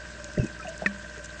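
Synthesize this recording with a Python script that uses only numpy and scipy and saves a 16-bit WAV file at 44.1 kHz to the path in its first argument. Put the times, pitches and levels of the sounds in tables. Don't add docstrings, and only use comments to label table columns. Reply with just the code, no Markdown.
import sys
import numpy as np
from scipy import signal
from scipy.fft import rfft, irfft
from scipy.io import wavfile
from scipy.ndimage import uniform_filter1d

SR = 44100
rng = np.random.default_rng(int(sys.argv[2]) if len(sys.argv) > 2 else 0)


def transcribe(signal):
    frames = np.atleast_2d(signal).T
    limited = np.clip(frames, -1, 1)
    pcm = np.round(limited * 32767).astype(np.int16)
    wavfile.write(sys.argv[1], SR, pcm)


N = 61739


def amp(db):
    return 10 ** (np.asarray(db) / 20)


def unit_rms(x):
    return x / np.sqrt(np.mean(abs(x) ** 2) + 1e-20)


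def add(mix, start_s, sound):
    part = mix[max(round(start_s * SR), 0):][:len(sound)]
    part += sound[:len(part)]


def noise(gain_at, size):
    hz = np.fft.rfftfreq(size, 1 / SR) + 1e-3
    return unit_rms(irfft(rfft(rng.standard_normal(size)) * gain_at(hz), size))


def envelope(t, rise, t60, hold=0):
    attack = np.sin(np.pi / 2 * np.minimum(t / rise, 1)) ** 2
    return attack * np.exp(-np.log(1000) * np.maximum(t - rise - hold, 0) / t60)


def ring(hz, db, rise, t60, glide=0, hold=0):
    t = np.arange(SR // 2) / SR
    settle_s = 0.25 * t60
    pitch = hz * (1 + glide * (1 - np.exp(-t / settle_s)))
    return amp(db) * envelope(t, rise, t60, hold) * np.sin(2 * np.pi * np.cumsum(pitch) / SR)


MOTOR_KNOCKS = [(.02, 0.94), (0.339, 0.76), (.70, 1.18)]
# multiple of the cycle rate, peak in dB before MOTOR_GAIN_DB.
MOTOR_HUM = [(1, -64), (2, -80), (3, -48), (4, -62), (5, -58), (6, -68.5), (7, -62.5), (8, -57), (9, -70),
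             (10, -62), (11, -58.5), (13, -92), (14, -79), (15, -64.5), (16, -59.5), (18, -77.5), (23, -69),
             (26, -78.5), (29, -63.5), (30, -51.5), (31, -69.5), (37, -83.5)]
MOTOR_WHINE = [(46, -78), (48, -65.5), (49, -79), (51, -62.5), (52, -79.5), (57, -73), (60, -70), (64, -82),
               (69, -64), (70, -64.5), (71, -72), (75, -61.5), (76, -59.5), (77, -50.5), (78, -55),
               (80, -55.5), (81, -59), (82, -68.5), (85, -72), (86, -64.5), (88, -73.5), (94, -69.5),
               (104, -82), (130, -76.5), (165, -89)]
CYCLE_HZ, MOTOR_GAIN_DB = 20.108, 1.84
KNOCK_DECAY_S, KNOCK_GRIT = .009, 2.5
WAVER_DEPTH, WAVER_HZ = 0.19, 4


def motor():
    place = np.arange(2048) / 2048
    cycle = sum(strength * np.exp(-((place - at) % 1) / (KNOCK_DECAY_S * CYCLE_HZ))
                for at, strength in MOTOR_KNOCKS)
    spectrum = rfft(cycle * (1 + KNOCK_GRIT * rng.standard_normal(len(place))))
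    orders, db = np.transpose(MOTOR_HUM + MOTOR_WHINE)
    t, out = np.arange(N) / SR, np.zeros(N)
    drift = rng.standard_normal(size=(166, 64, 2)) @ [1, 1j]
    for k in range(1, len(drift)):
        phase = 2 * np.pi * k * CYCLE_HZ * t + np.angle(spectrum[k])
        depth = WAVER_DEPTH * min(k / 20, 1)
        waver = 1 + depth * np.interp(t * WAVER_HZ, np.arange(len(drift[k])), drift[k])
        out += amp(np.interp(k, orders, db)) * (np.exp(1j * phase) * waver).real
    return amp(MOTOR_GAIN_DB) * out


# frequency in Hz, relative spectral level in dB.
HISS_SPECTRUM = [(20, -9), (60, 1.5), (180, 6), (280, -1), (450, 0.5), (540, 0.5), (595, 9), (670, 0.5),
                 (820, -6.5), (1250, -3.5), (1550, 2.5), (1850, 3.5), (2150, -4.5), (2650, -2), (3300, -5),
                 (4500, -7), (5000, -5.5), (5700, -7.5), (6500, -5.5), (7300, -9.5), (8200, -7.5),
                 (9600, -14)]
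# centre in Hz, half-width in Hz, rms level in dB.
HIGH_TONES = [(7655, 37, -68.5), (8400, 28, -70.5)]
HISS_RMS_DB, PATCH_DB = -47, 2


def water_hiss():
    points_hz, db = np.transpose(HISS_SPECTRUM)
    hiss = noise(lambda hz: amp(np.interp(np.log(hz), np.log(points_hz), db)), N)
    spectrogram = signal.stft(hiss, nperseg=256)[2]
    patches = rng.standard_normal(spectrogram.shape)
    for axis in (0, 1):
        patches = uniform_filter1d(patches, size=8, axis=axis)
    hiss = signal.istft(spectrogram * amp(PATCH_DB * unit_rms(patches)), nperseg=256)[1][:N]
    tones = sum(amp(level) * noise(lambda hz: 1 / (1 + ((hz - centre) / width) ** 2), N)
                for centre, width, level in HIGH_TONES)
    return amp(HISS_RMS_DB) * unit_rms(hiss) + tones


# start in seconds, pitch in Hz, peak in dB,
# rise in seconds, t60 in seconds, glide as a share of the pitch.
BUBBLES = [(.178, 587.7, -45.5, 0.027, 0.57, -0.017), (.275, 585, -45, 0.011, 0.18, 0.02),
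           (.3723, 220, -21, 0.0082, .03, -0.16), (.374, 1914, -31.5, .002, 0.014, 0.033),
           (.3774, 594, -24.5, .005, 0.055, 0.0059), (.378, 368, -24.5, 0.0022, 0.057, .09),
           (.387, 158.4, -23, .002, 0.15, -0.0046), (.3937, 138.8, -17.5, 0.0049, .14, -0.23),
           (.398, 400, -26.5, 0.0038, 0.043, -0.06), (.3986, 594, -32, 0.0053, 0.089, -0.021),
           (.388, 2800, -41, 0.0027, .05, -0.075), (.4, 2620, -42.5, .006, .2, -0.034),
           (.4246, 207.8, -24, 0.0087, .13, 0.14), (0.4389, 319.5, -26, .0056, 0.056, 0.021),
           (0.4424, 163, -29, .005, .058, 0.013), (.466, 2580, -39.5, 0.0027, 0.065, -0.053),
           (.592, 1310, -36, .013, 0.075, 0.0016), (.626, 2480, -37.5, 0.0037, .05, -0.02),
           (.648, 735, -34.5, 0.0061, 0.12, -0.042), (.669, 2510, -38, .002, .02, 0.044),
           (.669, 2840, -38.5, 0.0026, 0.046, -0.0028), (.672, 632.6, -31.5, 0.012, 0.16, 0.055),
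           (.645, 178.4, -40, 0.017, 0.1, -0.056), (.65, 297, -49, 0.012, 0.09, -0.039),
           (.819, 663, -24, 0.004, 0.021, -0.024), (.822, 190, -33, 0.006, 0.075, -0.026),
           (.836, 610, -32, .003, 0.022, 0.084), (.837, 813, -42, .004, 0.077, 0.31),
           (1.041, 1940, -39.5, 0.0033, 0.058, -0.14), (1.04, 653, -47, 0.0083, 0.061, 0.031),
           (1.168, 509, -40, 0.013, 0.056, -0.28), (1.198, 593, -42, 0.0061, .08, -0.073)]
PUSH_AT_S, PUSH_WIDTH_S, PUSH_DB, PUSH_SWING_HZ = .3997, .006, -20.5, 68


def bubbles():
    from_push = np.arange(N) / SR - PUSH_AT_S
    swing = np.cos(2 * np.pi * PUSH_SWING_HZ * from_push)
    out = -amp(PUSH_DB) * swing * np.exp(-(from_push / PUSH_WIDTH_S) ** 2)
    for start, hz, db, rise, t60, glide in BUBBLES:
        add(out, start, ring(hz, db, rise, t60, glide))
    return out


def snap(db, t60, centre_hz, width_octaves=0.51):
    t = np.arange(SR // 10) / SR
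    puff = noise(lambda hz: 1 / (1 + (np.log2(hz / centre_hz) / width_octaves) ** 2), len(t))
    return amp(db) * envelope(t, rise=0.00073, t60=t60) * puff


# start in seconds, rms level at the crest in dB,
# t60 in seconds, centre in Hz.
CRACKLES = [(.243, -31, 0.013, 6200), (.335, -39, 0.012, 5500), (.385, -43, .015, 5500),
            (.437, -45, 0.032, 6500), (0.444, -35, 0.0081, 5800), (0.4667, -40, 0.02, 6700),
            (.59, -47.5, .04, 5460), (0.608, -44, .014, 5100), (.683, -40, .015, 5400),
            (.691, -38, 0.033, 6500), (.7783, -34.5, 0.015, 7000), (.86, -32, 0.021, 3220),
            (0.8655, -35.5, 0.022, 6200), (1.098, -45, .015, 4800), (1.18, -42, 0.011, 6600),
            (1.2412, -39, .012, 8000), (1.245, -36.5, .028, 6800), (1.257, -39, .018, 6800),
            (1.305, -45.5, 0.011, 4300)]
FIZZ_PER_S, FIZZ_DB, FIZZ_SPREAD_DB = 30, -53, 5


def crackles():
    out = np.zeros(N)
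    for start, db, t60, centre_hz in CRACKLES:
        add(out, start, snap(db, t60, centre_hz))
    for when, strength in rng.random((int(FIZZ_PER_S * N / SR), 2)):
        db = FIZZ_DB + FIZZ_SPREAD_DB * (2 * strength - 1)
        add(out, when * N / SR, snap(db, t60=.009, centre_hz=6000))
    return out


# start in seconds, rms level at the crest in dB,
# rise in seconds, t60 in seconds, upper edge in Hz.
CHURNS = [(.366, -36, 0.016, 0.32, 503), (.434, -41, 0.012, 0.074, 346), (.819, -39.5, 0.0036, 0.14, 894)]
CHURN_LOW_HZ = 90


def churn():
    t, out = np.arange(SR // 4) / SR, np.zeros(N)
    for start, db, rise, t60, top_hz in CHURNS:
        swirl = noise(lambda hz: ((1 + (hz / top_hz) ** 10) * (1 + (CHURN_LOW_HZ / hz) ** 2)) ** -.5,
                      len(t))
        add(out, start, amp(db) * envelope(t, rise, t60) * swirl)
    return out


# pitch in Hz, peak in dB, t60 in seconds.
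HOUSING_MODES = [(200, -26.5, 0.31), (281, -23.5, 0.021), (361, -32, .02), (608, -37.5, 0.082),
                 (1143, -37.5, 0.095), (1374, -22.5, .016), (1689, -29.5, .095), (2088, -23.5, .0113),
                 (2342, -31, .076), (2520, -17, 0.018), (4220, -40, 0.015)]
POP_AT_S, POP_RISE_S = .8601, 0.0018


def close_pop():
    out = np.zeros(N)
    add(out, POP_AT_S, ring(hz=2013, db=-15.5, rise=POP_RISE_S, t60=.04, glide=-.177, hold=0.0038))
    for hz, db, t60 in HOUSING_MODES:
        add(out, POP_AT_S, ring(hz, db, POP_RISE_S, t60))
    return out


def scene():
    return (motor() + water_hiss() + bubbles() + churn() + close_pop() + crackles())[None]


# frequency in Hz, gain in dB.
TREBLE_ROLL_OFF = [(7600, 0.5), (8300, -4.5), (8900, -10.5), (9500, -15), (9900, -20.5)]
CUTOFF_HZ = 9800


def record(dry):
    points_hz, db = np.transpose(TREBLE_ROLL_OFF)
    gain = amp(np.interp(np.fft.rfftfreq(2 * N, 1 / SR), points_hz, db))
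    dulled = irfft(rfft(dry, 2 * N) * gain)[:, :N]
    lowpass = signal.firwin(301, CUTOFF_HZ, window=("kaiser", 9), fs=SR)
    return signal.oaconvolve(dulled, lowpass[None], "same")


dry = scene()
out = record(dry)
transcribe(out)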